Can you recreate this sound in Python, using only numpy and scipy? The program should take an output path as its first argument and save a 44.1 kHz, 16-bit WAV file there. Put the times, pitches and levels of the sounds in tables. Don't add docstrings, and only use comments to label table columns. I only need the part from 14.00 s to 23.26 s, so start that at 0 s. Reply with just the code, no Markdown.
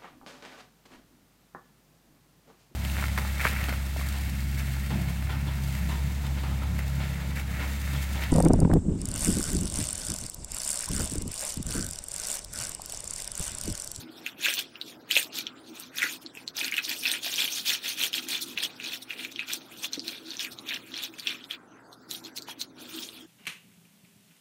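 import sys
import numpy as np
from scipy import signal
from scipy.fft import rfft, irfft, next_fast_len
from scipy.io import wavfile
from scipy.ndimage import uniform_filter1d, map_coordinates

SR = 44100
rng = np.random.default_rng(int(sys.argv[2]) if len(sys.argv) > 2 else 0)


def digitize_waveform(pressure):
    field = np.atleast_2d(pressure).T
    bounded = np.clip(field, -1, 1)
    quanta = np.round(bounded * 32767).astype(np.int16)
    wavfile.write(sys.argv[1], SR, quanta)


N = 408461

# centre in Hz, width in Hz, gain in dB.
HUM_MODES = [(261.3, 36, 5), (319.3, 32.7, 5)]
# time in seconds, level in dB.
HUM_LEVELS = [(0, -49), (0.3, -57), (2.2, -55), (3.8, -58), (4.8, -53.5), (5.4, -60.5), (6.3, -54),
              (7.4, -58.5), (7.6, -71), (8.1, -61.5), (8.3, -56), (9.26, -55.5)]
# frequency in Hz, rms level in dB.
MAINS_LINES = [(59.5, -76.5), (119.7, -68.5)]
# frequency in Hz, relative spectral level in dB.
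AIR_SPECTRUM = [(18, -50), (30, -22.5), (114, -4), (173, 0), (263, 5.5), (546, -3.5), (1170, -6.5),
                (1360, -3), (1870, -10.5), (2910, -12.5), (3490, -8), (7650, -15), (15500, -23.5)]
# time of the peak in seconds, length in ms, crinkle level in dB,
# fold pitch in Hz, sliding hiss level in dB.
HAND_STROKES = [(0.005, 44, -40.5, 3600, -49), (0.172, 250, -53, 3600, -58.5),
                (0.278, 76, -45.5, 2660, -61.5), (0.467, 153, -32.5, 2710, -38),
                (0.582, 37, -26, 3360, -49), (0.889, 100, -46, 3750, -54.5), (1.162, 135, -36.5, 2660, -38),
                (1.368, 81, -31, 3620, -39.5), (1.685, 55, -48, 4440, -57.5),
                (1.791, 150, -44.5, 3490, -53), (2.019, 146, -36, 2060, -38), (2.119, 78, -40, 3750, -41),
                (2.225, 27, -49, 3360, -52.5), (2.41, 81, -56.5, 2720, -59), (2.591, 76, -30.5, 3290, -39),
                (2.651, 81, -36, 2570, -39.5), (2.764, 110, -59.5, 2660, -49),
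                (2.846, 61, -38, 3730, -41.5), (2.907, 78, -33.5, 2990, -38), (2.995, 120, -49, 4370, -41),
                (3.092, 139, -30, 2850, -36.5), (3.261, 100, -32.5, 3460, -37.5),
                (3.33, 43, -32.5, 3660, -40), (3.404, 115, -27, 3150, -32), (3.55, 164, -35, 3640, -38),
                (3.699, 113, -28, 3196, -35), (3.879, 123, -32.5, 3270, -39.5),
                (4.021, 102, -27.5, 3310, -34), (4.161, 66, -34, 3220, -38.5),
                (4.233, 56, -41.5, 3440, -47), (4.322, 108, -29, 3420, -38.5), (4.423, 34, -65, 4270, -33),
                (4.492, 96, -44.5, 3470, -47), (4.588, 48, -32, 3180, -45.5), (4.634, 39, -28, 3380, -36),
                (4.861, 117, -33.5, 3500, -49.5), (4.932, 74, -36, 3170, -42.5),
                (5.026, 18, -56, 4100, -42), (5.118, 73, -42.5, 2620, -51.5), (5.21, 105, -39, 2860, -48.5),
                (5.319, 19, -46, 3540, -48), (5.407, 73, -42.5, 2640, -56), (5.511, 84, -33.5, 3250, -41),
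                (5.725, 57, -53, 2820, -51), (5.79, 67, -43.5, 3830, -53.5),
                (5.843, 44, -30.5, 3360, -39.5), (5.94, 40, -33, 4000, -55), (6.1, 145, -38, 3500, -49.5),
                (6.303, 140, -40.5, 3750, -54.5), (6.421, 75, -35.5, 2870, -39),
                (6.524, 33, -44, 4120, -47), (6.715, 116, -36, 2950, -49), (6.86, 120, -60, 2550, -57),
                (6.98, 94, -35, 3300, -53), (7.038, 47, -33, 3670, -42), (7.192, 26, -39.5, 3200, -50.5),
                (7.285, 134, -38, 2900, -50), (7.52, 58, -39, 3064, -55.5), (8.137, 94, -50, 3920, -43),
                (8.261, 46, -40, 4190, -55), (8.372, 28, -66.5, 4250, -40), (8.499, 47, -37.5, 3200, -46.5),
                (8.608, 32, -36.5, 4260, -42.5), (8.822, 140, -50, 3450, -55.5),
                (8.976, 217, -43.5, 3440, -44), (9.152, 130, -47.5, 3290, -53.5)]
# time in seconds, crinkle level in dB.
RUB_LEVELS = [(0, -63), (1.5, -60), (2.5, -66.5), (2.7, -80.5), (4.6, -58), (4.75, -56), (5.8, -55),
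              (7.45, -57), (7.58, -67), (8.05, -62), (8.3, -65.5), (9.26, -61.5)]
# centre in Hz, width in Hz, gain in dB.
CRINKLE_RESONANCES = [(1505, 387, 16), (2386, 120, 6.5), (3300, 480, -3.5), (4100, 180, -10.5),
                      (5900, 4500, -26.5)]
# frequency in Hz, relative spectral level in dB.
SLIDE_SPECTRUM = [(1500, -11), (2800, 0.5), (4500, 8), (6500, 3), (9000, 1), (12000, -1), (15700, -1.5)]
# centre in Hz, width in Hz, depth from 0 to 1.
FILM_DIPS = [(1980, 340, 0), (4830, 250, 0.64), (7720, 1500, 0.46), (10300, 910, 0.6)]
# start in seconds, level in dB, pitch in Hz, edge level in dB.
FOLD_SNAPS = [(0.264, -11, 2690, -32), (0.449, -9, 2660, -35), (0.4578, -4.5, 2466, -26),
              (0.4852, -6, 2530, -42), (0.5393, -13, 6040, -21), (0.592, -13.5, 2920, -23),
              (0.756, -24, 2800, -49), (0.814, -13, 3900, -40.5), (1.1113, -4.5, 3070, -20.5),
              (1.1205, -9, 4600, -30.5), (1.1542, -7, 3640, -32), (1.158, -9.5, 2730, -27.5),
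              (1.1625, -15, 3010, -40.5), (1.166, -1, 2570, -27), (1.1744, -4.5, 3380, -18.5),
              (1.195, -13, 2780, -24), (1.229, -16, 3640, -27), (1.3872, -16, 4070, -28),
              (1.4679, -12.5, 3360, -52.5), (1.7992, -31.5, 6200, -29.5), (1.9846, -12, 3590, -45),
              (2.0197, -7.5, 2270, -43), (2.0298, -5, 1995, -41), (2.2625, -18.5, 4360, -54.5),
              (2.3515, -30, 2730, -38.5), (2.3724, -22.5, 2570, -55), (2.478, -12, 4250, -43.5),
              (2.5685, -17, 6200, -30), (2.6126, -13, 2485, -38), (2.6452, -11, 4530, -38),
              (2.681, -17, 2810, -37), (2.7155, -24, 6900, -34), (2.7226, -10, 2225, -43),
              (2.7406, -12, 2810, -32.5), (2.7673, -13, 2960, -28.5), (2.7809, -5.5, 2570, -32),
              (2.894, -12, 4770, -34), (3.0541, -9, 2600, -51), (3.0596, -13.5, 2730, -50),
              (3.1158, -7.5, 3820, -21), (3.3404, -13.5, 3660, -25), (3.359, -11, 5860, -30),
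              (3.38, -17, 2880, -41), (3.421, -9.5, 3220, -34), (3.4778, -12.5, 3070, -37),
              (3.7344, -17.5, 3960, -28), (3.7503, -13.5, 3060, -31), (4.0366, -8, 3070, -21.5),
              (4.1308, -13, 3100, -31), (4.1403, -8.5, 3330, -36), (4.1538, -14, 4300, -28.5),
              (4.1804, -15, 2650, -49), (4.287, -23.5, 6700, -25), (4.5756, -9.5, 2670, -38),
              (4.6025, -16.5, 3780, -42), (4.6296, -15, 3370, -34), (4.6354, -10.5, 3300, -24.5),
              (4.6505, -11.5, 3360, -41), (4.800, -19, 2600, -46), (4.843, -19.5, 6350, -57),
              (5.106, -14.5, 2600, -42), (5.2487, -17, 2360, -35), (5.3602, -18, 3220, -56),
              (5.393, -11.5, 2550, -51), (5.5345, -9, 5980, -22), (5.9328, -13.5, 5860, -40),
              (5.9948, -13, 4870, -53), (6.0805, -10.5, 4200, -32), (6.3055, -17, 4430, -54),
              (6.369, -19.5, 6000, -46), (6.394, -14, 3650, -47.5), (6.4485, -16.5, 2470, -34.5),
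              (6.5875, -20.5, 3900, -50), (6.6895, -13.5, 3670, -35), (6.7072, -17, 2290, -49),
              (6.9188, -25.5, 3800, -55), (6.941, -18, 3330, -60.5), (6.967, -25, 3770, -44.5),
              (7.0366, -20, 3490, -30), (7.139, -30, 2580, -43.5), (7.1973, -17, 4600, -51.5),
              (7.2712, -7, 3400, -32), (7.274, -11.5, 2700, -42), (7.2927, -18, 3120, -45),
              (7.409, -31, 3250, -58), (7.4409, -24, 3620, -57), (7.5098, -13.5, 3280, -39),
              (7.929, -28.5, 4170, -46.5), (8.112, -18.5, 4000, -25.5), (8.1489, -18, 3780, -41),
              (8.241, -30, 4280, -40.5), (8.3754, -16.5, 4190, -43), (8.3848, -18.5, 4230, -47),
              (8.4221, -21, 4680, -40), (8.483, -36.5, 2550, -44), (8.6143, -11.5, 4160, -41.5),
              (8.6183, -19.5, 4260, -33.5), (8.988, -22, 3400, -51), (9.0887, -22.5, 3540, -56)]
# delay in ms, gain in dB.
NEAR_ECHOES = [(7, -8), (12, -57), (18, -28)]
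# start in seconds, relative level in dB, pitch in Hz.
PALM_PATS = [(0.482, -39.5, 574), (1.166, -32, 564), (1.388, -47, 273), (2.039, -39.5, 310),
             (2.621, -44.5, 288), (2.909, -48, 840), (3.264, -39.5, 694), (5.974, -35.5, 295),
             (8.485, -37.5, 928)]
# frequency in Hz, time to fall 60 dB in seconds.
KITCHEN_DECAY = [(500, 0.17), (3000, 0.03), (10000, 0.024)]

BIG_FOLD_HZ = 2600


def amp(db):
    return 10 ** (np.asarray(db) / 20)


def unit_rms(x):
    return x / np.sqrt(np.mean(x ** 2) + 1e-20)


def over_pitch(points, hz):
    point_hz, values = np.transpose(points)
    return np.interp(np.log(hz + 1), np.log(point_hz + 1), values)


def over_time(points):
    return np.interp(np.arange(N) / SR, *np.transpose(points))


def wobble(knots_per_s):
    knots = rng.standard_normal(int(N * knots_per_s / SR) + 4)
    return map_coordinates(knots, [np.arange(N) * knots_per_s / SR])


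def filtered(x, response):
    size = next_fast_len(N + SR // 2)
    return irfft(rfft(x, size) * response(np.fft.rfftfreq(size, 1 / SR)), size)[..., :N]


def high_pass(f, corner_hz, order):
    return (1j * f / (corner_hz + 1j * f)) ** order


def resonances(f, modes):
    return sum(amp(db) * 1j * f * width / (hz * hz - f * f + 1j * f * width) for hz, width, db in modes)


def patchy_noise(spread_db, bins, frames):
    cells = signal.stft(rng.standard_normal(N), nperseg=256)[2]
    patches = uniform_filter1d(uniform_filter1d(rng.standard_normal(cells.shape), bins, 0), frames, 1)
    return unit_rms(signal.istft(cells * amp(spread_db * unit_rms(patches)), nperseg=256)[1][:N])


def grains(start, hz, size, cycles, length=256, rise=0.8):
    age = np.arange(length)
    turns = age * np.clip(hz, 100, SR / 2.5)[:, None] / SR
    envelope = np.exp(-turns / cycles) * (1 - np.exp(-(turns / rise) ** 2)) * (1 - age / length)
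    waves = size[:, None] * envelope * np.sin(2 * np.pi * turns)
    return np.bincount((start[:, None] + age).ravel(), waves.ravel(), N + length)[:N]


def patter(count, spread_db):
    when, chance, polarity = rng.random((count, 3)).T
    size = amp(spread_db * np.minimum(-np.log(chance), 4)) * np.sign(polarity - 0.5)
    return (when * N).astype(int), rng.standard_normal(count), size


def room_tone():
    t = np.arange(N) / SR
    hum = unit_rms(filtered(rng.standard_normal(N), lambda f: resonances(f, HUM_MODES) ** 2))
    mains = sum(np.sqrt(2) * amp(db + 1.5 * wobble(2.42)) * np.sin(2 * np.pi * hz * t)
                for hz, db in MAINS_LINES)
    noise = patchy_noise(spread_db=2.8, bins=2, frames=30)
    air = unit_rms(filtered(noise, lambda f: amp(over_pitch(AIR_SPECTRUM, f))))
    lumps_db = 5 * wobble(14)
    return amp(over_time(HUM_LEVELS) + lumps_db) * hum + mains + amp(-51.5) * air


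def strokes(rise_share=0.4, flurry_ms=(6, 38.3), creep_db=-12, creep_s=0.025):
    rows = [(s, rise_share * ms, (1 - rise_share) * ms, db, hz, hiss_db)
            for s, ms, db, hz, hiss_db in HAND_STROKES]
    rows += [(s, *flurry_ms, db - 30 - 4 * np.log2(hz / BIG_FOLD_HZ), hz, edge_db - 18.5)
             for s, db, hz, edge_db in FOLD_SNAPS]
    peak_s, rise_ms, fall_ms, crinkle_db, hz, slide_db = np.transpose(rows)[:, :, None]
    t = np.arange(0, N, 44) / SR
    away_ms = 1000 * np.abs(t - peak_s)
    swell = 0.1 ** np.where(t < peak_s, (away_ms / rise_ms) ** 2.28, (away_ms / fall_ms) ** 2.33)
    creep = amp(creep_db) ** 2 * np.exp(-np.abs(t - peak_s) / creep_s) * np.where(t > peak_s, 1 - swell, 0)
    crinkle_power = amp(crinkle_db) ** 2 * (swell + creep) + 1e-12
    slide_power = amp(slide_db) ** 2 * (swell + 0.1 * creep)
    fold_hz = np.exp(np.sum(crinkle_power * np.log(hz), 0) / crinkle_power.sum(0))
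    controls = np.sqrt(crinkle_power.sum(0)), fold_hz, np.sqrt(slide_power.sum(0))
    return [np.interp(np.arange(N) / SR, t, control) for control in controls]


def crinkles(fold_hz):
    start, offset, size = patter(count=10000, spread_db=3)
    hz = fold_hz[start] * np.exp(0.23 * offset + 0.03)
    folds = grains(start, hz, size * np.exp(0.24 * offset), cycles=6)
    folds = unit_rms(filtered(folds, lambda f: 0.057 + resonances(f, CRINKLE_RESONANCES)))
    start, offset, size = patter(count=1200, spread_db=4.5)
    hz = fold_hz[start] * np.exp(0.0705 * offset)
    squeaks = grains(start, hz, size, cycles=48, length=768, rise=1.9)
    return folds + amp(-8) * unit_rms(squeaks)


def sliding_hiss():
    start, offset, size = patter(count=2500, spread_db=3.5)
    ticks = unit_rms(grains(start, 8000 * np.exp(0.381 * offset), size, cycles=5, length=128))
    noise = patchy_noise(spread_db=5.05, bins=6, frames=8)
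    hiss = unit_rms(filtered(noise, lambda f: amp(over_pitch(SLIDE_SPECTRUM, f))))
    return hiss + 0.45 * ticks


def film_colour(f):
    dips = [1 - depth * resonances(f, [(hz, width, 0)]) for hz, width, depth in FILM_DIPS]
    return high_pass(f, corner_hz=755, order=6) * np.prod(dips, axis=0)


def gloves():
    crinkle_gain, fold_hz, slide_gain = strokes()
    rub = amp(over_time(RUB_LEVELS))
    crinkle_gain = np.hypot(crinkle_gain, rub)
    slide_gain = np.hypot(slide_gain, amp(-4.5) * rub)
    folds, hiss = crinkles(fold_hz), sliding_hiss()
    clumps, judder = amp(2.11 * wobble(60)), amp(1.44 * wobble(50))
    film = crinkle_gain * clumps * folds + amp(4) * slide_gain * judder * hiss
    squish = unit_rms(filtered(rng.standard_normal(N), lambda f: resonances(f, [(880, 4000, 0)]) ** 2))
    return filtered(film, film_colour) + amp(-17.5) * crinkle_gain * squish


def snaps():
    start_s, db, hz, edge_db = np.transpose(FOLD_SNAPS)
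    start = np.round(start_s * SR).astype(int)
    detune = rng.standard_normal((len(start), 3)).T
    smallness = hz / BIG_FOLD_HZ
    ring = grains(start, hz, amp(db), cycles=4.73 * smallness[:, None] ** -0.49)
    pocket = grains(start, hz, amp(db - 24 - 5 * np.log2(smallness)), cycles=74, length=2048, rise=9)
    partial = grains(start, 1.32 * hz * np.exp(0.22 * detune[0]), amp(db - 16), cycles=20)
    crack = grains(start, 1.49 * hz, amp(db - 10.5), cycles=2, rise=0.35)
    edge_size = amp(edge_db + 8.5)
    edge = grains(start, 7500 * np.exp(0.097 * detune[1]), edge_size, cycles=4, rise=0.11)
    high_edge = grains(start, 12500 * np.exp(0.1 * detune[2]), edge_size, cycles=3.5, rise=0.3)
    return ring + pocket + partial + crack + edge + high_edge


def echoes(f):
    return 1 + sum(amp(db) * np.exp(-2j * np.pi * f * ms / 1000) for ms, db in NEAR_ECHOES)


def pats():
    start_s, db, hz = np.transpose(PALM_PATS)
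    start = np.round(start_s * SR).astype(int)
    thud = grains(start, hz, amp(db + 14.5), cycles=1.52, length=1500)
    overtone = grains(start, 1.58 * hz, amp(db + 7), cycles=2.1, length=1500)
    return thud + overtone


def kitchen_reverb(x):
    hz, t, cells = signal.stft(rng.standard_normal(SR // 3), SR, nperseg=256)
    decay = amp(-60 * t / over_pitch(KITCHEN_DECAY, hz)[:, None])
    tail = signal.istft(cells * decay, SR, nperseg=256)[1]
    return signal.fftconvolve(np.pad(x, (180, 0)), tail / np.linalg.norm(tail))[:N]


def noise_suppressor(x, margin_db, depth_db, from_hz):
    hz, _, cells = signal.stft(x, SR, nperseg=512)
    power = np.abs(uniform_filter1d(np.abs(cells) ** 2, size=5, axis=2)) + 1e-20
    quiet = np.percentile(power, 10, axis=2, keepdims=True)
    excess = uniform_filter1d(power / quiet, size=11, axis=1)
    treble = (hz / (hz + from_hz))[:, None] ** 2
    gain = np.maximum(1 - amp(margin_db) ** 2 / excess * treble, amp(depth_db))
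    return signal.istft(cells * gain, SR, nperseg=512)[1][:, :N]


def scene():
    hands = gloves() + filtered(snaps(), lambda f: echoes(f) * film_colour(f)) + pats()
    return (hands + amp(-12.5) * kitchen_reverb(hands) + room_tone())[None]


def record(dry):
    clean = noise_suppressor(dry, margin_db=2.5, depth_db=-19.5, from_hz=1520)
    return filtered(clean, lambda hz: high_pass(hz, corner_hz=92.5, order=1) * (hz < 15750))


dry = scene()
out = record(dry)
digitize_waveform(out)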